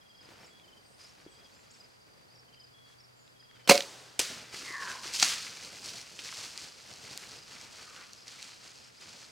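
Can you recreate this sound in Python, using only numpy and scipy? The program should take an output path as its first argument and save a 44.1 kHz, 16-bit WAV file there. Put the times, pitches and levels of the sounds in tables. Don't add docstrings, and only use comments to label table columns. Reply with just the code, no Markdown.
import sys
import numpy as np
from scipy import signal
from scipy.fft import rfft, irfft
from scipy.io import wavfile

SR = 44100
rng = np.random.default_rng(int(sys.argv[2]) if len(sys.argv) > 2 else 0)


def dump(signal):
    limited = np.clip(np.atleast_2d(signal).T, -1, 1)
    pcm = np.round(limited * 32767).astype(np.int16)
    wavfile.write(sys.argv[1], SR, pcm)


N = 410571
TIME = np.arange(N) / SR


# f/Hz, level per Hz/dB
AIR_COLOUR = [(25, -7.5), (60, -4), (110, -0.5), (200, -4.5), (330, -8), (480, -7), (800, -8),
              (2000, -12.5), (3800, -18.5), (6500, -18.5), (10000, -20.5), (15500, -28.5)]
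# t/s, level/dB
ENGINE = [(1.4, -83), (2.4, -72), (4.2, -69), (6, -80), (9.3, -75)]
# f/Hz, level/dB
WIDE = [(60, -5), (200, 7), (700, 8), (2400, 7), (4400, 7.5), (8000, -2.5), (15000, 1)]
SCATTERED = [(100, -14), (500, -12), (1300, -14.5), (2400, -12), (4400, -18), (8000, -21), (15000, 1.5)]
NARROW = [(100, -12), (300, -17), (2000, -14.5), (5000, -25), (9000, -16), (14000, -2.5)]
# f/Hz, level/dB
FOLIAGE = [(60, -7), (250, -4.5), (600, 3), (1500, -1), (5000, -3), (9000, 2.5), (15000, -2.5)]

# t/s, strokes, f/Hz, level/dB
CHIRPS = [(.008, 5, 3260, -61.5), (.100, 2, 5010, -67), (.632, 4, 3090, -61), (.940, 2, 5010, -67),
          (1.270, 5, 3290, -62.5), (2.477, 4, 3100, -63), (3.354, 5, 3270, -63), (3.555, 3, 3090, -63.5),
          (7.770, 2, 4650, -57)]
CHIRP_SPACING_S, CHIRP_FALL_HZ = .044, 210
SWELL_DB = 5
# t/s, strokes
TRILLS = [(.502, 6), (2.736, 10)]
TRILL_SPACING_S, TRILL_HZ, TRILL_DB = .0205, 3343, -63
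# first t/s, period/s, f/Hz, fall in a stroke/Hz, level/dB
CALLERS = [(.203, .797, 4970, 400, -57), (.400, .649, 5380, 620, -61.5)]
PAIR_S = .038

# t/s, hold/s, leaves level/dB, stems against leaves/dB, ground against leaves/dB (before each layer's trim)
SHOVES = [(0.198, .23, -64.5, 2.5, 3), (0.557, 0.36, -72, -3, 5), (0.973, 0.073, -58.5, -5, -8.5),
          (1.154, 0.73, -67, -2, -1.5), (2.043, 0.45, -75, 0.5, 6), (2.847, .04, -65.5, -3.5, -17),
          (3.534, 0.082, -70, 3, -2), (4.273, 0.088, -50, -1, -3), (4.515, 0.17, -45, -6, -13),
          (4.792, 0.12, -45, -5, -11), (5.018, .04, -41.5, -4.5, -16), (5.121, 0.084, -31.5, -13, -23),
          (5.194, 0.067, -28.5, -9.5, -36), (5.533, 0.096, -47.5, -10, -11.5),
          (5.818, 0.12, -44, -11.5, -14.5), (6.172, 0.28, -44, -10.5, -19), (6.515, 0.13, -49.5, -9, -27),
          (6.892, 0.16, -54.5, -7, -10), (7.01, 0.33, -51.5, -5, -8), (7.457, 0.19, -52.5, -4, -11),
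          (7.72, 0.32, -54.5, -3, -14.5), (8.251, 0.24, -51, -6.5, -19), (8.61, .19, -55.5, -6.5, -14),
          (8.987, 0.25, -52.5, -7.5, -11.5)]
SHOVE_ATTACK_S, SHOVE_RELEASE_DB_PER_S = 0.027, 83
STIR_DB = -75.5
BOLT_S, GATHER_S, HERD_DB, HERD_FADE_DB_PER_S = 4.16, 1.0, -47.5, 3.5
HERD_STEMS_DB, HERD_GROUND_DB = -7, -10
RETREAT_S = 5.4
# f/Hz, level per Hz/dB
LEAVES = [(1200, -33.5), (2500, -2), (3600, -3), (4500, 3), (6500, -1), (9000, -7.5), (12000, -18.5),
          (15500, -25.5)]
STEMS = [(300, -23.5), (700, -8.5), (1300, 1.5), (2400, -0.5), (3500, -3), (7000, -36)]
GROUND = [(30, -20), (70, -2), (130, 1), (360, -2.5), (490, 0), (640, -3.5), (900, -5.5), (2000, -30)]
# f/Hz, gain/dB
FAR_LOSS = [(100, 4), (8000, 0), (11500, -4.5), (15500, -2)]

# t/s, starting level/dB,
# f/Hz (the pitch sinks from 1.35 f to 0.76 f)
THUDS = [(0.289, -48, 302), (1.2638, -37.5, 310), (4.197, -27, 380), (4.541, -40, 347), (4.631, -42, 290),
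         (4.705, -41, 320), (5.056, -40, 338), (6.191, -47, 300)]
# t/s, length/s, start f/Hz, end f/Hz, level/dB, waver/Hz
BIRDS = [(0.459, 0.019, 6300, 8400, -59.5, 20), (.80, 0.19, 8500, 8100, -73, 300),
         (0.825, 0.26, 9400, 9200, -77, 240), (1.286, .08, 8100, 7800, -70, 200),
         (1.514, 0.14, 7400, 7150, -70.5, 170), (1.705, 0.017, 5900, 8700, -56.5, 20),
         (1.73, .09, 7700, 7650, -71, 130), (3.15, 0.1, 7560, 6800, -71, 200),
         (3.21, .11, 7100, 7400, -75, 350)]
# t/s, level/dB, t60/s, centre
# f/Hz
TWIG_SNAPS = [(.598, -51, .01, 2760), (1.592, -51, .008, 2200), (2.432, -58, .02, 1500),
              (2.545, -50, .008, 3000), (2.862, -58, .02, 1500), (2.900, -57, .03, 1300),
              (3.278, -50.5, 0.0071, 3730), (3.425, -58, .03, 1400), (3.5125, -46.5, 0.0056, 2300),
              (5.137, -30.5, .034, 4970), (5.1614, -28, .015, 4700), (5.199, -18, 0.0087, 4900),
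              (5.859, -39, 0.039, 5230), (6.190, -37, .044, 2800), (6.289, -38, .03, 2500),
              (6.326, -37.5, 0.017, 1400), (6.5768, -24, 0.0031, 5340), (7.176, -23, 0.0021, 5700),
              (7.613, -36.5, .006, 5000), (7.963, -38.5, 0.0089, 3200), (8.1331, -39, 0.0085, 5600),
              (8.2795, -38.5, .025, 4660), (8.427, -30, 0.006, 4520)]

# t/s, level before the frame/dB, t60/s
BOW_BLOWS = [(3.6752, -31, 0.12), (3.6865, -36.5, 0.068), (3.6912, -19, .04), (3.6944, -9, 0.04),
             (3.6966, -9, 0.034), (3.7045, -17.5, 0.055), (3.7098, -10.5, 0.025), (3.7165, -16.5, .08),
             (3.745, -30, 0.28)]
# f/Hz, width/Hz, level against each other/dB
BOW_MODES = [(1037, 42, 0), (1260, 84, -7), (1514, 34, -4.5), (2180, 120, 0.5), (2400, 290, 0.5),
             (2625, 82, -8), (2730, 60, -1.5), (3280, 130, -14), (3950, 98, -0.5), (4150, 220, 3.5),
             (4730, 130, -3), (6070, 130, -5)]
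# f/Hz, level per Hz/dB
BOW_CRACK = [(40, -18.5), (90, -8.5), (180, -2), (400, 2.5), (900, 0.5), (1800, -3), (4200, -3.5),
             (6500, -9.5), (8500, -9), (11000, -17.5), (15500, -22)]
# f/Hz, level against each other/dB, pitch wobble/Hz
TWANG = [(209, -24, 26.4), (425, -15, 30), (556, -1.5, 13), (711, -9, 22)]
# t/s, level/dB, t60/s, centre f/Hz
RATTLES = [(3.6755, -31, 0.022, 2980), (3.739, -28, 0.039, 5960), (3.7535, -24, 0.023, 4500),
           (3.7775, -16, 0.0073, 3900), (3.8060, -21, 0.009, 3460), (3.8225, -32, 0.022, 4450)]
SWING_S, SWING_DB, SWING_ATTACK_S, SWING_FADE_DB_PER_S = 3.713, -8.5, 0.0073, 289.5
THROB_HZ, THROB_DB = 23.5, 12.5
# f/Hz, level per Hz/dB
ECHO_COLOUR = [(60, -13), (200, -6.5), (550, -10.5), (900, -10.5), (1500, 1), (2500, 1), (4500, 4.5),
               (6500, 2.5), (9000, -3.5), (12000, -14.5), (15500, -18.5)]
ROLL_COLOUR = [(40, -20), (150, -6), (450, 1), (1100, -1.5), (2000, -9.5), (5000, -34)]

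# t/s, level/dB, t60/s
STRIKE = [(4.1917, -24, 0.025), (4.1938, -12, .009), (4.1982, -21.5, 0.037), (4.2135, -29.5, 0.049)]
# f/Hz, level per Hz/dB
STRIKE_COLOUR = [(80, -12), (300, -3.5), (700, -4), (1500, -6.5), (2700, 4), (4000, -1.5), (6000, 4),
                 (9000, -0.5), (12000, -10.5), (15500, -21)]

# t/s, length/s, level/dB, lower throat f/Hz, upper throat f/Hz,
# sinking of the upper resonance/octaves per s
SQUEALS = [(4.619, .31, -46.3, 1152, 2200, 1.8), (7.73, .29, -63, 1320, 1600, .7)]
SQUEAL_ATTACK_S, LOWER_RELEASE_DB_PER_S, UPPER_RELEASE_DB_PER_S = .13, 110, 600
LOWER_SINK_OCT_PER_S, LOWER_LAG_S, UPPER_DB = 0.55, 0.031, 3.5

# t/s, level/dB, t60/s
BREAK = [(5.2263, -8, 0.021), (5.231, -20, 0.032), (5.239, -30, .01), (5.2455, -23, 0.014)]
# f/Hz, level per Hz/dB
BREAK_COLOUR = [(47, -61), (80, -38), (294, -12), (556, -21.5), (774, -5), (944, -13), (1570, -1.5),
                (3310, -5.5), (4410, 2.5), (7010, -2.5), (15500, -38)]

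TOP_HZ = 15850


def undb(db):
    return 10 ** (np.asarray(db) / 20)


def unit(x):
    return x / np.sqrt(np.mean(x ** 2) + 1e-20)


def add(out, s, sound):
    i = max(int(s * SR), 0)
    n = max(min(sound.shape[-1], N - i), 0)
    out[..., i:i + n] += sound[..., :n]


def walk(rate, size=N):
    knots = rng.standard_normal(int(size / SR * rate) + 2)
    return np.interp(np.arange(size) / SR * rate, np.arange(len(knots)), knots)


def tint(x, spectrum, keep_power=True, size=2048):
    hz, db = np.transpose(spectrum)
    gain = undb(np.interp(np.log(np.fft.rfftfreq(size, 1 / SR) + 1), np.log(hz), db))
    cepstrum = irfft(np.log(unit(gain) if keep_power else gain))
    cepstrum[1:size // 2] *= 2
    cepstrum[size // 2 + 1:] = 0
    return signal.oaconvolve(x, irfft(np.exp(rfft(cepstrum))))[:len(x)]


def ring(x, hz, width):
    b, a = signal.iirpeak(min(hz, SR / 2 - 1), hz / min(width, SR / 4), fs=SR)
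    return signal.lfilter(b, a, x)


def lowpass(x, hz):
    return signal.sosfilt(signal.butter(2, hz, fs=SR, output="sos"), x)


def spread(mid, side, width, pan_db=0):
    side = tint(side, width, keep_power=False)
    return np.array([mid + side, mid - side]) * undb(np.array([[pan_db], [-pan_db]]) / 2)


def decay(t, t60):
    return np.exp(-np.log(1000) * t / t60)


def burst(t60):
    t = np.arange(SR // 8) / SR
    return rng.uniform(-1.07, 1, len(t)) * np.sqrt(3) * decay(t, t60)


def blows(rows):
    out = np.zeros(N)
    for s, db, t60 in rows:
        add(out, s, undb(db) * burst(t60))
    return out


def snaps(rows, breadth):
    out = np.zeros(N)
    for s, db, t60, hz in rows:
        crack = burst(t60)
        snap = ring(ring(crack, hz, breadth * hz), hz, breadth * hz)
        add(out, s, undb(db) * snap * np.std(crack) / np.std(snap))
    return out


def woods(x, t60, treble_loss=0.87):
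    t = np.arange(2 * SR) / SR
    fade = decay(t, t60)
    tails = []
    for _ in range(2):
        uneven = rng.standard_normal(len(t)) * undb(2.4 * rng.standard_normal(len(t)))
        echoes = tint(uneven, FOLIAGE)
        low = lowpass(echoes, 4500)
        tail = fade * (low + (echoes - low) * fade ** treble_loss) * (1 - np.exp(-t / 0.023))
        tails.append(signal.oaconvolve(x, tail / np.linalg.norm(tail))[:N])
    return spread(*tails, SCATTERED)


def afterglow(x, colour, t60, treble_t60):
    def fading(t60):
        keep = np.exp(-2 * np.log(1000) / (t60 * SR))
        return np.sqrt(signal.lfilter([1 - keep], [1, -keep], x ** 2))
    tails = []
    for _ in range(2):
        echoes = tint(rng.standard_normal(N), colour)
        low = signal.sosfiltfilt(signal.butter(2, 4000, fs=SR, output="sos"), echoes)
        tails.append(low * fading(t60) + (echoes - low) * fading(treble_t60))
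    return spread(*tails, SCATTERED)


def grains(rate, scatter_db):
    happens = rng.random(N) < rate / SR
    size_db = scatter_db * np.minimum(rng.exponential(size=N), 5)
    return unit(happens * rng.choice([-1, 1], N) * undb(size_db))


def note(length, from_hz, to_hz, waver_hz=0):
    u = np.linspace(0, 1, int(length * SR))
    hz = from_hz + (to_hz - from_hz) * u + waver_hz * walk(300, size=len(u))
    return np.sqrt(2) * np.sin(np.pi * u) * np.sin(2 * np.pi * np.cumsum(hz) / SR)


def swell(start, attack, hold, release_db_per_s):
    t = TIME - start
    return np.clip(t / attack, 0, 1) * undb(-release_db_per_s * np.maximum(t - hold, 0))


def air(air_db=-67, engine_hz=123):
    hush = spread(*(tint(rng.standard_normal(N), AIR_COLOUR) for _ in range(2)), WIDE)
    engine = np.sqrt(2) * np.sin(2 * np.pi * np.cumsum(engine_hz + 1.91 * walk(8.1)) / SR)
    engine_s, engine_db = np.transpose(ENGINE)
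    engine_level = undb(np.interp(TIME, engine_s, engine_db) + 2.2 * walk(13))
    return hush * undb(air_db + 0.67 * walk(2.1)) + engine * engine_level


def crickets(stroke_s=.025, chorus_hz=4770, haze_db=-72.0, chorus_db=-70.5):
    near, far = np.zeros(N), np.zeros(N)

    def chirp(s, count, spacing, hz, fall_hz, db, swell_db=0):
        for k, u in enumerate(np.linspace(-.5, .5, int(round(count)))):
            stroke = note(stroke_s, hz + fall_hz / 2, hz - fall_hz / 2, waver_hz=23)
            stroke_db = db + swell_db * u + rng.normal(0, 1.2)
            add(near, s + k * spacing, undb(stroke_db) * stroke)

    for s, hz in zip(rng.uniform(0, N / SR, size=450), rng.normal(chorus_hz, 125, size=450)):
        add(far, s, note(stroke_s, hz + 110, hz - 110))
    far = unit(far) * undb(chorus_db + 2 * walk(5.6))
    hiss = ring(ring(rng.standard_normal(N), chorus_hz, 800), chorus_hz, 800)
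    haze = undb(haze_db) * unit(hiss)
    for s, count, hz, db in CHIRPS:
        chirp(s, count, CHIRP_SPACING_S, hz, CHIRP_FALL_HZ, db, SWELL_DB)
    for s, count in TRILLS:
        chirp(s, count, TRILL_SPACING_S, TRILL_HZ, 0, TRILL_DB)
    for first, period, hz, fall_hz, db in CALLERS:
        for k in range(14):
            chirp(first + k * period, 2, PAIR_S, hz, fall_hz, db)
    return near + undb(-11) * woods(near, .4) + far + woods(haze, .3)


def movement():
    herd = undb(HERD_DB) * swell(BOLT_S, GATHER_S, GATHER_S, HERD_FADE_DB_PER_S)
    power = undb(STIR_DB) ** 2 + np.outer(undb([0, HERD_STEMS_DB, HERD_GROUND_DB]), herd) ** 2
    for s, hold, db, stems_db, ground_db in SHOVES:
        shove = undb(db) * swell(s, SHOVE_ATTACK_S, hold, SHOVE_RELEASE_DB_PER_S)
        power = power + np.outer(undb([0, stems_db, ground_db]), shove) ** 2
    return np.sqrt(power)


def receding(sound):
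    far = np.clip((TIME - BOLT_S) / RETREAT_S, 0, 1)
    dulled = np.array([tint(channel, FAR_LOSS, keep_power=False) for channel in sound])
    return (1 - far) * sound + far * dulled


def brush(crackle_db=-12, crackle_hz=4400, crunch_db=-8, crunch_hz=2000):
    in_leaves, in_stems, on_ground = movement()
    stride = walk(22)

    def litter(colour, strength, rate, scatter_db, surge_db):
        mid, side = (tint(grains(rate, scatter_db), colour) for _ in range(2))
        return spread(mid, side, SCATTERED) * strength * undb(surge_db * (stride + walk(70)))

    def breaking(hz, per_s, t60):
        cracks = signal.oaconvolve(grains(per_s, scatter_db=2), burst(t60))[:N]
        return unit(ring(ring(cracks, hz, hz), hz, hz))

    leaves = litter(LEAVES, in_leaves, rate=7000, scatter_db=3.3, surge_db=1.1)
    stems = litter(STEMS, in_stems, rate=2500, scatter_db=3.3, surge_db=1.3)
    ground = litter(GROUND, on_ground, rate=1000, scatter_db=1.0, surge_db=1.65)
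    crackle = undb(crackle_db) * in_leaves * breaking(crackle_hz, per_s=30, t60=.012)
    crunch = undb(crunch_db) * in_stems * breaking(crunch_hz, per_s=15, t60=0.051)
    leafy = receding(undb(-1.58) * leaves + crackle)
    return leafy + undb(-0.9) * stems + undb(-0.77) * ground + crunch


def thuds(t60=0.028):
    out, t = np.zeros(N), np.arange(SR // 10) / SR
    for s, db, hz in THUDS:
        sinking_hz = hz * (0.764 + 0.59 * np.exp(-t / 0.0066))
        phase = 2 * np.pi * np.cumsum(sinking_hz) / SR
        add(out, s, undb(db) * decay(t, t60) * np.sin(phase))
    return out + undb(-17) * woods(out, .4)


def birds():
    out = np.zeros(N)
    for s, length, from_hz, to_hz, db, waver_hz in BIRDS:
        add(out, s, undb(db) * note(length, from_hz, to_hz, waver_hz))
    return out + undb(-4.0) * woods(out, 0.494)


def twigs(breadth=0.77, echo_db=-7):
    out = snaps(TWIG_SNAPS, breadth)
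    return out + undb(echo_db) * woods(out, 0.98)


def swing():
    t = TIME - SWING_S
    after = np.maximum(t, 0)
    throb = ((1 - np.cos(2 * np.pi * THROB_HZ * after)) / 2) ** 2
    rise = np.exp(np.minimum(t, 0) / SWING_ATTACK_S)
    return rise * undb(SWING_DB - SWING_FADE_DB_PER_S * after - THROB_DB * throb)


def bow(modes_db=4, crack_db=-3.0, limb_hz=185, limb_db=-24, limb_s=0.0053):
    def frame(hits):
        ringing = sum(undb(db) * ring(hits, hz, width) for hz, width, db in BOW_MODES)
        return undb(crack_db) * tint(hits, BOW_CRACK) + undb(modes_db) * ringing

    twang = np.zeros(N)
    for hz, db, wobble_hz in TWANG:
        twang += undb(db) * np.sin(2 * np.pi * np.cumsum(hz + wobble_hz * walk(160)) / SR)
    t = TIME - 3.703
    thump = undb(limb_db) * np.exp(-(t / limb_s) ** 2 / 2) * np.sin(2 * np.pi * limb_hz * t)
    shot = frame(blows(BOW_BLOWS)) + snaps(RATTLES, breadth=.7) + swing() * twang + thump
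    side = frame(blows(BOW_BLOWS))
    near_trees = undb(-20.5) * afterglow(shot, ECHO_COLOUR, 0.2, treble_t60=0.16)
    far_trees = undb(-26) * afterglow(shot, ECHO_COLOUR, 2.2, treble_t60=1.44)
    dull_roll = undb(-31.0) * afterglow(shot, ROLL_COLOUR, 1.8, treble_t60=1.2)
    return spread(shot, side, NARROW, pan_db=-2.5) + near_trees + far_trees + dull_roll


def arrow():
    hit, side = (tint(blows(STRIKE), STRIKE_COLOUR) for _ in range(2))
    return spread(hit, side, NARROW) + undb(-4.5) * afterglow(hit, ECHO_COLOUR, 0.88, treble_t60=0.51)


def squeal(pitch_hz=170, rasp=.25, lower_width_hz=75, upper_width_hz=155, clear=0.35):
    cycles = np.cumsum(pitch_hz * np.exp(rasp * walk(200))) / SR
    pulses = np.diff(np.floor(cycles), prepend=0) * undb(3.7 * walk(90))
    voice = pulses + 0.042 * rng.standard_normal(N)

    def throat(hz, width_hz):
        turn = np.exp(2j * np.pi * np.cumsum(hz) / SR)
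        ragged = unit((lowpass(voice / turn, width_hz) * turn).real)
        shaky_hz = hz + .7 * width_hz * walk(250)
        whistle = unit(np.sin(2 * np.pi * np.cumsum(shaky_hz) / SR) * undb(2 * walk(120)))
        return (.75 * ragged + clear * whistle) * undb(3 * walk(40))

    cry = np.zeros(N)
    for s, length, db, lower_hz, upper_hz, sink in SQUEALS:
        t = np.clip(TIME - s, 0, length + LOWER_LAG_S)
        lower = throat(lower_hz * 2 ** (-LOWER_SINK_OCT_PER_S * t), lower_width_hz)
        lower *= swell(s + LOWER_LAG_S, SQUEAL_ATTACK_S, length - LOWER_LAG_S, LOWER_RELEASE_DB_PER_S)
        upper = throat(upper_hz * 2 ** (-sink * t), upper_width_hz)
        upper *= swell(s, SQUEAL_ATTACK_S, length, UPPER_RELEASE_DB_PER_S)
        cry += undb(db) * (lower + undb(UPPER_DB) * upper)
    return cry + undb(-15.5) * woods(cry, 0.55)


def branch():
    crack, side = (tint(blows(BREAK), BREAK_COLOUR) for _ in range(2))
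    return spread(crack, side, NARROW) + undb(-6.0) * afterglow(crack, ECHO_COLOUR, 0.82, treble_t60=0.35)


def scene():
    wood = air() + crickets() + birds()
    hogs = brush() + thuds() + twigs() + squeal() + branch()
    return wood + hogs + bow() + arrow()


def record(dry):
    thinned = signal.sosfilt(signal.butter(2, 38, "highpass", fs=SR, output="sos"), dry)
    top_cut = signal.ellip(12, .2, 90, TOP_HZ, fs=SR, output="sos")
    return signal.sosfilt(top_cut, np.clip(thinned, -1, 1))


dry = scene()
out = record(dry)
dump(out)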